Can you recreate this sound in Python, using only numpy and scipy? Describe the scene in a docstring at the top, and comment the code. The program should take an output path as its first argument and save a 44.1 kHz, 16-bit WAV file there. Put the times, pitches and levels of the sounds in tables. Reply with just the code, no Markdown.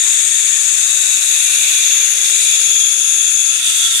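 """A loud, bright friction rasp comes from a small part held to the tip of a geared motor tool on a bench.
The shafts slowly gather speed and modulate the friction noise, which excites broad resonances and
narrow metallic rings. Motor and gears hum at multiples of the rotation rate, over a faint rumble.
The moving microphones hear different colours left and right, and a limiter holds down the peaks."""
import sys
import numpy as np
from scipy import signal
from scipy.fft import rfft, irfft, next_fast_len
from scipy.io import wavfile
from scipy.ndimage import uniform_filter1d, minimum_filter1d, map_coordinates

SR = 44100
rng = np.random.default_rng(int(sys.argv[2]) if len(sys.argv) > 2 else 0)


def to_wav(sig):
    """Store sig (one row per channel, or 1-D mono) as 16-bit WAV at the path in sys.argv[1].

    Samples outside -1..1 are clipped; the rate is SR.
    """
    pcm = np.clip(np.atleast_2d(sig), -1, 1) * 32767
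    pcm = np.round(pcm).astype(np.int16)
    wavfile.write(sys.argv[1], SR, pcm.T)  # frames by channels


N = 176400
GEAR_RATIO = 0.287  # turns of the gear shaft per motor turn


def amp(db):
    """Amplitude ratio of a level in decibels."""
    return 10 ** (np.asarray(db) / 20)


def unit(x):
    """Normalisation to an rms of 1."""
    return x / np.sqrt(np.mean(x ** 2) + 1e-20)


def along(rows, hz, column=1):
    """Interpolation of one table column on a logarithmic frequency axis."""
    columns = np.transpose(rows)
    return np.interp(np.log(hz + 1), np.log(columns[0] + 1), columns[column])


def curve(rows):
    """Linear interpolation of (seconds, value) rows to one value per sample."""
    return np.interp(np.arange(N) / SR, *np.transpose(rows))


def wobble(rate):
    """Slow random modulation: a spline through `rate` Gaussian values a second."""
    return map_coordinates(rng.standard_normal(8192), [np.arange(N) * rate / SR], mode="wrap")


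def filtered(x, response):
    """Zero-phase filtering: the spectrum is multiplied by a function of frequency."""
    size = next_fast_len(N + SR // 4)
    return irfft(rfft(x, size) * response(np.fft.rfftfreq(size, 1 / SR)), size)[..., :N]


def rumble():
    """Faint low noise, lumpy from amplitude modulation and mostly in antiphase between the microphones."""
    # Rumble spectrum. Each row: frequency in Hz, relative level in dB.
    spectrum = [(10, -19), (40, -1.5), (68, -1), (95, -4), (170, -7.5), (280, -23), (600, -58), (2000, -90)]
    antiphase = rng.standard_normal(N) * np.array([[-1], [1]])
    independent = amp(-3.5) * rng.standard_normal((2, N))
    noise = filtered(antiphase + independent, lambda hz: amp(along(spectrum, hz)))
    return amp(-55) * unit(noise * amp(5.5 * wobble(rate=22)))


def hum(turns):
    """Rotational orders: motor and gear tones lie at fixed multiples of the speed and rise with it."""
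    # Envelopes of the motor's fundamental, the gear shaft's tone and the third-order whine.
    # Each row: time in seconds, level on the right in dB.
    motor_db = [(0, -57), (.18, -48), (.6, -44.5), (.67, -52), (.78, -43.5), (1.2, -52.5), (1.55, -51),
                (1.78, -50), (1.86, -44.5), (2.4, -45), (3.25, -48), (3.6, -53), (4, -56)]
    gear_db = [(0, -90), (2.1, -71), (2.9, -53), (3.35, -51), (3.48, -69), (3.65, -49.5), (4, -48)]
    whine_db = [(0, -50), (0.9, -48.5), (1.6, -50), (2.0, -51), (2.5, -47), (3.2, -45.5), (3.65, -43),
                (4, -40)]

    def tone(order, jitter_rad):
        """One order, roughened by random phase and amplitude modulation."""
        phase = 2 * np.pi * order * turns + jitter_rad * wobble(rate=45)
        return unit(np.sin(phase) * amp(2 * wobble(rate=15)))

    motor = amp(curve(motor_db)) * tone(1, jitter_rad=0.1)
    overtone = amp(-53) * tone(1.8, jitter_rad=0.49)
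    gear = amp(curve(gear_db)) * tone(GEAR_RATIO, jitter_rad=0.22)
    whine = amp(curve(whine_db)) * unit(tone(3, jitter_rad=0.45) * amp(3 * wobble(rate=14)))
    sides = np.array([[-amp(-8)], [1]])  # weaker and inverted on the left
    return (motor + overtone + gear) * sides + whine * amp([[-18], [0]])


def mode(hz, width_hz):
    """A lightly damped mode driven by friction gives narrow-band noise around its natural frequency."""
    phase = 2 * np.pi * np.cumsum(hz) / SR
    return unit(wobble(width_hz) * np.sin(phase) + wobble(width_hz) * np.cos(phase))


def ringing():
    """Metal modes swell and fade as the contact changes; later the tip's close modes take over."""
    # The tip's modes. Each row: frequency in Hz at 3 seconds, relative level in dB.
    tip_modes = [(3235, -13), (3342, -1), (3455, -1), (3572, 0), (3685, -7)]
    # Their common envelope. Each row: time in seconds, gain in dB.
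    tip_db = [(0, -60), (2.2, -50), (2.5, -30), (2.72, -26), (3.0, -29.5), (3.6, -28.5), (3.66, -22.5),
              (3.88, -22.5), (4, -25.5)]
    # Passing rings. Each row: time of the peak in seconds, duration above half amplitude in seconds,
    # frequency in Hz, drift in Hz per second, width in Hz, peak level in dB, left minus right in dB.
    rings = [(1.7, 4.5, 540, 0, 32, -55, -20), (0.3, 1.1, 1830, -20, 30, -37, -16),
             (0.3, 0.9, 2310, 0, 90, -36, -14), (0.35, 0.25, 3580, 0, 40, -28, -12),
             (0.88, 0.3, 9205, 0, 45, -26, 12), (1.3, 1.2, 1522, 0, 28, -41, -16),
             (1.5, 1.0, 3730, 0, 70, -30, -14), (1.6, 0.6, 2378, 0, 22, -26.5, -12),
             (2.05, 0.6, 2690, 0, 40, -36, -14), (2.0, 0.6, 2850, 0, 50, -36, -14),
             (2.2, 0.6, 2055, 70, 26, -36, -16), (2.55, 0.6, 2545, 0, 55, -34, -14),
             (3.45, 0.25, 9650, 0, 60, -28, 12), (3.6, 0.8, 2620, 0, 55, -35, -14)]
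    t = np.arange(N) / SR
    tip_drift_hz = 55 * (t - 3)
    tip = sum(amp(db) * mode(hz + tip_drift_hz, width_hz=22) for hz, db in tip_modes)
    sound = tip * amp(curve(tip_db)) * amp([[-14], [0]])
    for peak_s, length_s, hz, drift, width_hz, db, pan_db in rings:
        swell = 0.5 ** ((2 * (t - peak_s) / length_s) ** 2)
        sides = amp([[min(pan_db, 0)], [min(-pan_db, 0)]])
        sound += amp(db) * swell * mode(hz + drift * (t - peak_s), width_hz) * sides
    return sound


def scraping(turns):
    """Two independent friction noises, amplitude-modulated by both shafts and by uneven contact."""
    motor_angle = 2 * np.pi * turns
    gear_angle = GEAR_RATIO * motor_angle
    throb = 1 + 0.26 * np.cos(motor_angle) + 0.058 * np.cos(gear_angle) + 0.092 * np.cos(2 * gear_angle)
    noise = rng.standard_normal((2, N))
    chatter = amp(0.65 * wobble(rate=64))
    return unit(noise * throb * chatter)


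def reflections(x, ripple_db=2.6):
    """Interference of reflections, as random spectral peaks and dips that drift as the microphones move."""
    spectra = signal.stft(x, nperseg=2048)[2]
    ripple = uniform_filter1d(rng.standard_normal(spectra.shape), size=2, axis=1)  # over frequency
    ripple = uniform_filter1d(ripple, size=34, axis=2)  # over time
    return unit(signal.istft(spectra * amp(ripple_db * unit(ripple)))[1][:, :N])


def across_bands(curves, hz):
    """Linear interpolation over frequency between twelve time curves, one per band of the rasp."""
    # The bands, from low to high. Each entry: centre frequency in Hz.
    centres_hz = [800, 1600, 2050, 2600, 3050, 3550, 5100, 6750, 8200, 9700, 10500, 12300]
    weights = [np.interp(hz, centres_hz, pick) for pick in np.eye(len(curves))]
    return np.transpose(weights) @ np.array(curves)


def rasp(turns):
    """Source and filter: friction noise passes through the tool's resonances, which swell and drift."""
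    # Colour at the microphones. Each row: frequency in Hz, left and right relative levels in dB.
    colour = [(100, -93, -97), (245, -85, -83), (320, -77, -75), (477, -80.5, -75.5), (610, -77.5, -73),
              (1050, -77, -76.5), (1364, -73.5, -65.5), (1870, -67, -61), (2070, -65.5, -66.5),
              (2356, -59, -57), (2680, -59, -52), (2814, -58.5, -59.5), (3166, -80, -61.5),
              (3367, -59, -50.5), (3680, -57.5, -48.5), (4100, -71, -62), (4570, -57.5, -63),
              (4890, -67.5, -67.5), (6220, -53.5, -57), (6350, -44.5, -85), (6700, -38.5, -81),
              (6915, -40.5, -70), (7720, -49.5, -61), (8140, -48.5, -70), (9000, -52, -82),
              (9430, -49.5, -65.5), (9840, -50, -60), (10730, -61, -64.5), (12600, -72, -68),
              (14100, -80, -72), (15300, -85, -76)]
    # Likeness of the two channels. Each row: frequency in Hz, correlation from -1 to 1.
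    correlation = [(60, 0.51), (180, -0.44), (540, -0.73), (1630, -0.026), (4910, 0.089), (14800, -0.11)]
    # Paths of three resonances; the departure from the mean shifts the colour.
    # Each row: time in seconds, centre frequency in Hz.
    lower_centre = [(0.0, 3490), (0.82, 3470), (0.89, 3650), (1.36, 3640), (2.31, 3510), (2.35, 3670),
                    (2.68, 3510), (4.0, 3620)]
    upper_centre = [(0.0, 6770), (0.92, 6690), (1.11, 6720), (2.19, 6600), (2.39, 6780), (3.84, 6650),
                    (4.0, 6930)]
    treble_centre = [(0, 9300), (0.999, 10350), (1.5, 10050), (2.301, 9700), (2.999, 9440), (3.5, 9600),
                     (4, 9500)]
    # Band envelopes, each normalised in use. Each row: time in seconds, relative level in dB.
    base = [(0, -46), (1.0, -46), (1.9, -44), (2.7, -47), (3.4, -50), (3.7, -46.5), (4, -47)]
    low_mid = [(0.0, -34), (0.02, -32.5), (0.95, -33), (2.25, -32.5), (3.45, -35), (3.94, -31.5),
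               (4.0, -32)]
    low_notch = [(0, -35.5), (1.0, -37), (1.7, -36.5), (2.3, -34.5), (2.8, -39.5), (3.5, -39.5),
                 (3.75, -38), (4, -36)]
    mid = [(0.0, -36), (0.9, -31.5), (1.4, -28), (1.55, -28.5), (1.68, -25.5), (1.85, -26.5), (2.1, -34),
           (2.5, -26.5), (2.95, -33), (3.4, -33.5), (3.7, -30), (4.0, -38)]
    high_notch = [(0.0, -42), (1.02, -45), (1.57, -39.5), (3.17, -44), (3.4, -48), (3.7, -36), (3.8, -40),
                  (4.0, -36.5)]
    lower_resonance = [(0.0, -29), (0.78, -30.5), (1.45, -28.5), (1.82, -26.5), (2.1, -30.5), (2.2, -30.5),
                       (2.27, -27.5), (2.5, -27), (2.7, -29.5), (2.97, -33.5), (3.6, -33.5), (3.66, -28),
                       (4.0, -29.5)]
    valley = [(0.0, -27), (0.02, -26.5), (1.88, -23.5), (2.08, -26.5), (2.28, -22.5), (3.34, -27.5),
              (3.89, -22), (4.0, -21.5)]
    upper_resonance = [(0.0, -21), (0.01, -18), (1.74, -18), (1.94, -15), (2.27, -20.5), (2.35, -13.5),
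                       (2.42, -20), (2.47, -15.5), (2.82, -14.5), (2.87, -17), (3.41, -16), (3.6, -21.5),
                       (3.62, -32), (3.64, -24), (3.85, -20), (4.0, -26)]
    sizzle = [(0.0, -23), (0.05, -18), (1.66, -21), (2.14, -29), (2.16, -26), (2.44, -18.5), (2.47, -24),
              (2.74, -34), (3.62, -26), (3.65, -19.5), (3.89, -22.5), (4.0, -20.5)]
    treble = [(0.0, -18), (0.01, -21), (0.98, -24.5), (1.5, -18.5), (2.03, -20.5), (2.62, -15),
              (2.74, -17.5), (3.0, -15.5), (3.91, -22), (4.0, -18)]
    upper_treble = [(0.0, -37), (0.03, -28.5), (0.82, -34), (1.46, -25), (1.93, -32.5), (2.45, -30),
                    (3.35, -37), (3.99, -25), (4.0, -28)]
    fizz = [(0.0, -31), (0.04, -29), (0.11, -29), (0.56, -29), (1.7, -23), (2.02, -24.5), (3.56, -29),
            (3.78, -22), (3.89, -27), (4.0, -22)]
    common_bands = [base, low_mid, low_notch, mid, high_notch]
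    left_bands = common_bands + [mid, valley, upper_resonance, sizzle, treble, upper_treble, fizz]
    right_bands = common_bands + [lower_resonance, valley, valley, valley, fizz, fizz, fizz]

    hz, frame_s, spectra = signal.stft(reflections(scraping(turns)), SR, nperseg=1024)
    per_frame = lambda rows: np.interp(frame_s, *np.transpose(rows))
    drift = lambda rows: per_frame(rows) - per_frame(rows).mean()
    swell = lambda bands: across_bands([unit(amp(per_frame(rows))) for rows in bands], hz)

    shift_hz = np.zeros((len(left_bands), len(frame_s)))
    shift_hz[[5, 7, 9]] = drift(lower_centre), drift(upper_centre), drift(treble_centre)
    colour_hz = np.abs(hz[:, None] - across_bands(shift_hz, hz))
    # The balance of in-phase and antiphase noise sets the correlation.
    angle = np.arccos(np.clip(along(correlation, hz), -1, 1))[:, None] / 2
    in_phase, antiphase = spectra * np.array([np.cos(angle), np.sin(angle)])
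    left = (in_phase + antiphase) * amp(along(colour, colour_hz, column=1) + 0.63) * swell(left_bands)
    right = (in_phase - antiphase) * amp(along(colour, colour_hz, column=2) + 1.5) * swell(right_bands)
    return signal.istft(np.array([left, right]))[1][:, :N] * np.sqrt(SR / 2)


def scene():
    """Superposition: one rotation drives the rasp and the hum, and the rings and rumble add to them."""
    # Motor speed. Each row: time in seconds, speed in turns per second.
    motor_speed = [(0.0, 357.5), (0.5, 372.5), (1.0, 383.0), (1.5, 393.2), (2.0, 404.5), (2.5, 418.0),
                   (3.0, 427.0), (3.5, 441.2), (4.0, 451.0)]
    flutter = 1 + 0.0019 * wobble(rate=12)
    turns = np.cumsum(curve(motor_speed) * flutter) / SR
    return rasp(turns) + ringing() + hum(turns) + rumble()


def record(dry):
    """Peak limiting: each channel's gain dips briefly at its peaks, then a low-pass limits the band."""
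    ceiling, window_s, cutoff_hz = 0.94, 0.002, 15380
    span = int(window_s * SR)
    needed_gain = np.minimum(1, ceiling / (np.abs(dry) + 1e-9))
    gain = uniform_filter1d(minimum_filter1d(needed_gain, span), span)
    return filtered(dry * gain, lambda hz: hz < cutoff_hz)


dry = scene()
out = record(dry)
to_wav(out)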